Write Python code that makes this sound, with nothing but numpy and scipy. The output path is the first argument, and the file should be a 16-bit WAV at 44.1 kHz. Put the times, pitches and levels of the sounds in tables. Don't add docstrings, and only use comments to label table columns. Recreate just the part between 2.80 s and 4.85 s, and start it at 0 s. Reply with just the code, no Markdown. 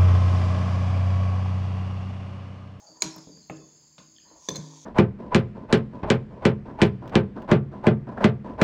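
import sys
import numpy as np
from scipy import signal
from scipy.fft import rfft, irfft
from scipy.io import wavfile
from scipy.ndimage import uniform_filter1d

SR = 44100
rng = np.random.default_rng(int(sys.argv[2]) if len(sys.argv) > 2 else 0)


def transcribe(signal):
    frames = np.atleast_2d(signal).T
    limited = np.clip(frames, -1, 1)
    pcm = np.round(limited * 32767).astype(np.int16)
    wavfile.write(sys.argv[1], SR, pcm)


def natural_amplitude(level_db):
    exponent = np.asarray(level_db, float) / 20
    return 10 ** exponent


N = 90405
t = np.arange(N) / SR

# frequency in [Hz], level in [dB].
AIR_COLOUR = [(24, -66.5), (40, -10), (222, -5.5), (462, -16), (529, -15.5), (925, -23), (4000, -24.5),
              (5200, -38), (8800, -120)]
AIR_DB, AIR_WANDER_DB = -68.5, 1.5
HISS_DB, TOP_HISS_DB, TOP_HISS_HZ = -89.5, -84, 15200

# centre in [Hz], width in [Hz], level in [dB].
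CICADA_BANDS = [(6600, 550, -61), (7216, 420, -66)]
# start in [s], level in [dB].
CHIRPS = [(-.25, -58), (.062, -54), (.3, -50), (.51, -52), (.72, -61.5), (.955, -57.5), (1.19, -58.5),
          (1.405, -60), (1.625, -59.5), (1.85, -59.5)]
STROKES, STROKE_S, STROKE_GAP_S = 4, 0.0181, 0.035
FROM_HZ, TO_HZ, STROKE_SPREAD = 5150, 4348, 0.04
YARD_T60_S, YARD_DB = 0.5, 7
CRICKET_HZ, CRICKET_WIDTH_HZ, CRICKET_BED_DB = 4800, 1000, -67.5

# frequency in [Hz], time to fall 60 dB in [s].
ROOM_T60 = [(300, 0.62), (1200, 0.21), (3500, 0.22), (7000, 0.44), (12000, 0.26)]
ROOM_DB, ROOM_GAP_S = -8.5, 0.0091
WALL_TOP_HZ = 9500
RING_WET_DB = -11

# time in [s], level in [dB].
SHIFT_LEVEL = [(0, -61), (.11, -57), (.15, -79), (.3, -103)]
# centre in [Hz], width in [Hz], level in [dB].
SHIFT_BODY = [(620, 125, -2.5), (830, 77, -8.5), (1180, 410, -10.5)]
# time in [s], level in [dB].
DRAG_LEVEL = [(0, -69.5), (.14, -65.5), (.2, -59.5), (.4, -57), (.47, -79), (.85, -73.5), (1.05, -77),
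              (1.43, -92), (1.46, -65), (1.6, -63), (1.75, -57.5), (2.05, -63)]
# centre in [Hz], width in [Hz], level in [dB].
DRAG_BODY = [(543, 400, -7), (954, 161, -1), (1320, 100, -45), (1800, 130, -14.5)]
# time in [s], level in [dB].
SCRAPE_LEVEL = [(0, -66.5), (.215, -74), (.235, -39), (.3, -49), (.36, -64), (.45, -61.5), (.5, -69),
                (1.5, -86), (1.65, -58.5), (1.8, -53.5), (2.05, -58)]
# centre in [Hz], width in [Hz], level in [dB].
SCRAPE_BODY = [(3640, 700, -3.5), (4790, 760, -3.5), (6080, 1270, 5), (2590, 700, -11), (8900, 760, -28.5)]
CLICK_SCATTER_DB = 1.5

# frequency in [Hz], level in [dB], time to fall 60 dB in [s].
SPOON_MODES = [(6710, 0, .09), (6612, -7, .12), (4862, -8, .05), (4160, -5, .04), (7200, -14, .05),
               (5150, -13, .05), (2230, -10, .04), (12100, -38, .1)]
# frequency in [Hz], level in [dB], time to fall 60 dB in [s].
BOWL_MODES = [(6125, -1, .06), (6185, -7, .1), (6400, -6, .04), (3527, 1, .08), (4157, -7, .06),
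              (1710, -8, .04), (4895, -10, .04), (1034, -7, .08)]
# frequency in [Hz], level in [dB], time to fall 60 dB in [s].
TABLE_MODES = [(152, -4, .65), (181, 4, .2), (213, -3, .1), (67, -6.5, .11), (129, -1, .14)]
# frequency in [Hz], level in [dB], time to fall 60 dB in [s].
BOARD_MODES = [(256.5, -4, 0.13), (319, -7.5, 0.36), (408.4, -6.5, 0.051), (425, -8, 0.11),
               (549, -2.5, 0.05), (620, 0.5, 0.04), (763, -8, 0.038), (1050, -9, 0.1), (2230, -39, 0.029)]
TABLE_LATE_S = 0.004
HOLD_S, STOP_S, ATTACK_S = 0.0062, 0.0008, 0.000079
SPOON_DAMPED_DB, BOWL_DAMPED_DB = -21, -13

# start in [s], level in [dB], frequency in [Hz], rise time in [s].
TAPS = [(1.6873, -22, 426, 0.00093), (1.6945, -27.5, 416.5, 0.0018), (1.708, -42.5, 455, 0.0052),
        (1.7, -43.5, 1025, 0.0093), (1.752, -47.5, 1050, .005), (1.76, -43.5, 550, 0.0049),
        (1.769, -56, 1000, 0.0024), (0.4707, -39, 199, 0.0029), (.479, -42.5, 289, 0.0042),
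        (.488, -48.5, 432.7, 0.0055), (.498, -46.5, 496, 0.0014), (0.57, -52, 198, 0.0035),
        (.55, -64, 620, 0.0055), (0.6972, -34, 191, 0.0016), (.699, -45.5, 1240, 0.0024),
        (.699, -53, 1680, .003), (.699, -45.5, 2580, 0.0015), (.706, -45, 516, 0.0056),
        (.722, -39, 490, 0.002), (0.789, -50, 391, 0.0076), (0.817, -60, 1077, 0.0032),
        (.821, -57, 485, 0.0033), (1.184, -52.5, 491, 0.0036), (1.2, -56.5, 1051, .006),
        (1.208, -50.5, 198, 0.0031), (1.221, -51, 182, 0.0023), (1.232, -63, 1120, 0.0026),
        (1.352, -67, 3330, .0012), (1.353, -57, 5200, 0.00084), (1.3634, -50, 3380, 0.00098),
        (1.363, -51, 5080, .0012), (1.3685, -54, 3180, .0012), (1.383, -48, 3170, 0.0012),
        (1.383, -49.5, 4450, 0.0011), (1.3845, -56.5, 1800, 0.0018), (1.397, -61, 2880, 0.0022),
        (1.401, -63, 2500, 0.002), (1.416, -66, 2950, 0.0014), (1.419, -75, 1780, 0.0017)]
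# start in [s], level in [dB], frequency in
# [Hz], time to fall 60 dB in [s].
PINGS = [(0.2064, -38.5, 6700, 0.22), (.25, -54, 319, .5), (.33, -70, 11500, 0.0051),
         (.362, -38, 14700, 0.0068), (0.363, -46, 12700, 0.0068), (.382, -66, 8200, 0.016),
         (.42, -61, 10100, .008), (.445, -66, 11500, .006), (.5, -68, 270, 0.29), (.573, -62, 1800, .026),
         (.675, -57, 15000, .006), (0.698, -31.5, 2230, .019), (.698, -62.5, 8480, .046),
         (.6987, -27.5, 783, 0.023), (.7, -62, 12000, 0.007), (.7, -55, 15200, 0.0066),
         (0.741, -46, 319, 0.47), (.771, -51, 3440, 0.011), (.8, -70, 3500, 0.93),
         (0.94, -69.5, 315.5, 0.79), (1.186, -52.5, 3530, 0.052), (1.186, -47, 4470, 0.026),
         (1.279, -66, 321.3, 1.35), (1.355, -74, 10600, .017), (1.559, -57, 71.5, 0.15),
         (1.689, -33.5, 315, 0.025), (1.748, -37, 4166, 0.034), (1.757, -35, 4116, 0.055),
         (1.7635, -30, 4120, 0.023), (1.759, -26, 6440, 0.016), (1.768, -26, 6570, 0.017),
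         (1.756, -52, 13200, .015), (1.7645, -57, 13210, .007), (1.757, -48, 15210, .015),
         (1.79, -52, 322, 1.3), (1.966, -64, 9400, 0.014), (.3, -48.5, 151.7, 1.3), (.54, -52.5, 152, .9),
         (.77, -48.5, 150.9, 1.24), (1.712, -49, 3520, 0.069), (1.714, -34, 6200, 0.078),
         (1.776, -40.5, 6240, 0.1), (1.84, -50, 271, 0.87), (.225, -62, 12000, .12)]
# start in [s], low thud in [dB], top-board knock in [dB],
# noodle slap in [dB], top of the slap in [Hz].
THUDS = [(.094, -55.5, -46, -78, 848), (.2215, -48, -27.5, -33.5, 6600), (.361, -43, -40.5, -50, 1350),
         (.471, -43.5, -46, -55.5, 900), (.572, -50.5, -52, -71, 2200), (.6985, -34.5, -29, -46, 2750),
         (.82, -50, -52, -69, 1200), (1.181, -48.5, -47, -50.5, 5600), (1.449, -81, -60, -66, 1440),
         (1.512, -76, -54, -53.5, 1050), (1.555, -64, -66, -54, 1020), (1.6875, -35.5, -38.5, -62, 520),
         (1.75, -40, -51, -50, 2090), (1.777, -28.5, -53, -72, 600), (.238, -31, -55, -60, 600),
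         (1.703, -30, -33, -39, 478)]
SLAP_T60_S, SLAP_LOW_HZ = 0.09, 280
# start in [s], spoon ring in [dB], bowl ring in [dB], contact crack in [dB].
CLINKS = [
    (.2210, -14.5, -48, -21),
    (.381, -65, -56, -42),
    (1.6873, -38, -25, -26),
    (1.704, -82, -36, -52),
    (1.757, -42, -41, -35),
    (1.7645, -64, -43, -37),
]
# frequency in [Hz], level in [dB].
CRACK_COLOUR = [(200, -23), (900, 1), (1550, -11), (2200, -1), (3000, -18), (4400, 1), (7400, -5),
                (8400, -18)]
CRACK_T60_S, GRIT_SAMPLES = 0.06, 8000


def unit(x):
    return x / np.sqrt(np.mean(x ** 2))


def band(x, hz, width, order=1):
    edges = np.clip([hz - width / 2, hz + width / 2], 10, .45 * SR)
    return signal.sosfilt(signal.butter(order, edges, "bandpass", fs=SR, output="sos"), x)


def colour(x, table):
    points = np.array(table, float)
    hz = np.maximum(np.arange(2049) * SR / 4096, 1)
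    gain_db = np.interp(np.log(hz), np.log(points[:, 0]), points[:, 1])
    cepstrum = irfft(np.log(natural_amplitude(gain_db)))
    cepstrum[1:2048] *= 2
    cepstrum[2049:] = 0
    return signal.fftconvolve(x, irfft(np.exp(rfft(cepstrum))))[:len(x)]


def curve(table):
    points = np.array(table)
    return natural_amplitude(np.interp(t, points[:, 0], points[:, 1]))


def walk(rate):
    k = int(SR / rate)
    steps = np.repeat(rng.standard_normal(N // k + 1), k)
    return unit(uniform_filter1d(uniform_filter1d(steps, k), k)[:N])


def add(out, s, sound):
    i = int(s * SR)
    out[i:i + len(sound)] += sound[:N - i]


def noise_band(hz, width, order=1):
    return unit(band(rng.standard_normal(N), hz, width, order))


def air():
    tone = unit(colour(rng.standard_normal(N), AIR_COLOUR + [(8000, -43.5)]))
    tone = tone * natural_amplitude(AIR_DB + AIR_WANDER_DB * walk(8.15))
    hiss = noise_band(9700, 1800) * natural_amplitude(HISS_DB)
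    return tone + hiss + noise_band(TOP_HISS_HZ, 1200, order=2) * natural_amplitude(TOP_HISS_DB)


def crickets():
    lead = SR // 2
    u = t[:int(STROKE_S * SR)]
    dry = np.zeros(N + SR)
    turns = FROM_HZ * u + (TO_HZ - FROM_HZ) * u ** 2 / (2 * STROKE_S)
    swell = np.sin(np.pi * u / STROKE_S) ** 2
    for s, db in CHIRPS:
        for j in range(STROKES):
            i = int((s + .5 + j * STROKE_GAP_S) * SR)
            pitch = 1 + STROKE_SPREAD * rng.standard_normal()
            stroke_db = db + 1.9 * rng.standard_normal() - 2.9 * j
            dry[i:i + len(u)] += natural_amplitude(stroke_db) * np.sin(2 * np.pi * turns * pitch) * swell
    yard = rng.standard_normal(SR) * natural_amplitude(-60 * t[:SR] / YARD_T60_S)
    echo = signal.fftconvolve(dry, yard / np.sqrt(np.sum(yard ** 2)))[:N + SR]
    wet = dry + natural_amplitude(YARD_DB) * echo
    return wet[lead:lead + N]


def insect_chorus():
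    out = noise_band(CRICKET_HZ, CRICKET_WIDTH_HZ, order=4) * natural_amplitude(CRICKET_BED_DB)
    for hz, width, db in CICADA_BANDS:
        grain_db = 0.98 * walk(7.6) + 1.34 * walk(80)
        out += noise_band(hz, width, order=3) * natural_amplitude(db + grain_db)
    return out


def room(x):
    u = t[:SR]
    tail = sum(band(rng.standard_normal(SR), hz, hz * 2.1) * natural_amplitude(-60 * u / t60) for hz, t60 in ROOM_T60)
    tail = signal.sosfilt(signal.butter(2, WALL_TOP_HZ, fs=SR, output="sos"), tail)
    tail = tail * np.clip(u / ROOM_GAP_S - 1, 0, 1)
    return natural_amplitude(ROOM_DB) * signal.fftconvolve(x, tail / np.sqrt(np.sum(tail ** 2)))[:N]


def rub(level, body, rate):
    hits = rng.random(N) < rate / SR
    clicks = hits * rng.standard_normal(N) * natural_amplitude(CLICK_SCATTER_DB * rng.exponential(size=N))
    out = np.zeros(N)
    for hz, width, db in body:
        out += natural_amplitude(db + 2.2 * walk(16)) * unit(band(clicks, hz, width, order=2))
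    return unit(out) * curve(level)


def ring(modes, late_s=0., damped_db=0, luck=None):
    if luck is None:
        luck = rng.standard_normal((2, len(modes)))
    u = t[:SR // 2]
    out = np.zeros(len(u))
    for (hz, db, t60), scatter, phase in zip(modes, *luck):
        rise_s = ATTACK_S + late_s * min(150 / hz, hz / 150) ** 2
        swell = (1 - np.exp(-u / rise_s)) ** 2
        out += natural_amplitude(db + 1.5 * scatter) * np.sin(2 * np.pi * hz * u + phase) * natural_amplitude(-60 * u / t60) * swell
    stop = natural_amplitude(damped_db / (1 + np.exp(np.clip((HOLD_S - u) / STOP_S, -50, 50))))
    return stop * out


def tap(hz, db, rise_s):
    u = t[:int(12 * rise_s * SR)]
    return -natural_amplitude(db) * u / rise_s * np.exp(1 - u / rise_s) * np.sin(2 * np.pi * hz * u)


def taps():
    out = np.zeros(N)
    for s, db, hz, rise_s in TAPS:
        add(out, s, tap(hz, db, rise_s))
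    return out


def pings():
    out = np.zeros(N)
    for s, db, hz, t60 in PINGS:
        add(out, s, ring([(hz, db, t60)], luck=np.zeros((2, 1))))
    return out


def thuds():
    low, slaps = np.zeros(N), np.zeros(N)
    u = t[:GRIT_SAMPLES]
    fade = (natural_amplitude(-60 * u / 0.072) + 1.27 * natural_amplitude(-60 * u / SLAP_T60_S)) * np.clip(u / ATTACK_S / 2, 0, 1)
    for s, low_db, board_db, slap_db, top_hz in THUDS:
        add(low, s, natural_amplitude(low_db) * ring(TABLE_MODES, TABLE_LATE_S) / 2)
        board = [mode for mode in BOARD_MODES if mode[0] < top_hz]
        add(slaps, s, natural_amplitude(board_db) * ring(board, TABLE_LATE_S) / 2)
        grit = rng.standard_normal(GRIT_SAMPLES) * fade
        slap = band(grit, (top_hz + SLAP_LOW_HZ) / 2, top_hz - SLAP_LOW_HZ, order=4)
        add(slaps, s, natural_amplitude(slap_db) * slap * np.sqrt(8000 / top_hz))
    return low, slaps


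def clinks():
    rings, cracks = np.zeros(N), np.zeros(N)
    u = t[:GRIT_SAMPLES]
    fade = natural_amplitude(-60 * u / CRACK_T60_S) * np.clip(u / ATTACK_S, 0, 1)
    for s, spoon_db, bowl_db, crack_db in CLINKS:
        add(rings, s, natural_amplitude(spoon_db) * ring(SPOON_MODES, damped_db=SPOON_DAMPED_DB))
        add(rings, s, natural_amplitude(bowl_db) * ring(BOWL_MODES, damped_db=BOWL_DAMPED_DB))
        add(cracks, s, natural_amplitude(crack_db) * rng.standard_normal(GRIT_SAMPLES) * fade)
    return rings, colour(cracks, CRACK_COLOUR)


def scene():
    clink_rings, cracks = clinks()
    low, slaps = thuds()
    rings = clink_rings + pings()
    noisy = slaps + taps() + cracks
    near = rings + low + noisy
    echo = room(natural_amplitude(RING_WET_DB) * rings + noisy)
    drag = rub(DRAG_LEVEL, DRAG_BODY, 1800)
    scrape = rub(SCRAPE_LEVEL, SCRAPE_BODY, 4500)
    shift = rub(SHIFT_LEVEL, SHIFT_BODY, 1000)
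    mix = near + echo + drag + scrape + shift + crickets() + insect_chorus() + air()
    return mix[None]


def top_cut(x):
    return signal.sosfilt(signal.butter(12, 16970, fs=SR, output="sos"), x)


def record(dry):
    cut = signal.sosfilt(signal.butter(2, 55, "highpass", fs=SR, output="sos"), dry)
    soft = signal.sosfilt(signal.ellip(8, .2, 22, 15850, fs=SR, output="sos"), cut)
    return top_cut(soft)


dry = scene()
out = record(dry)
transcribe(out)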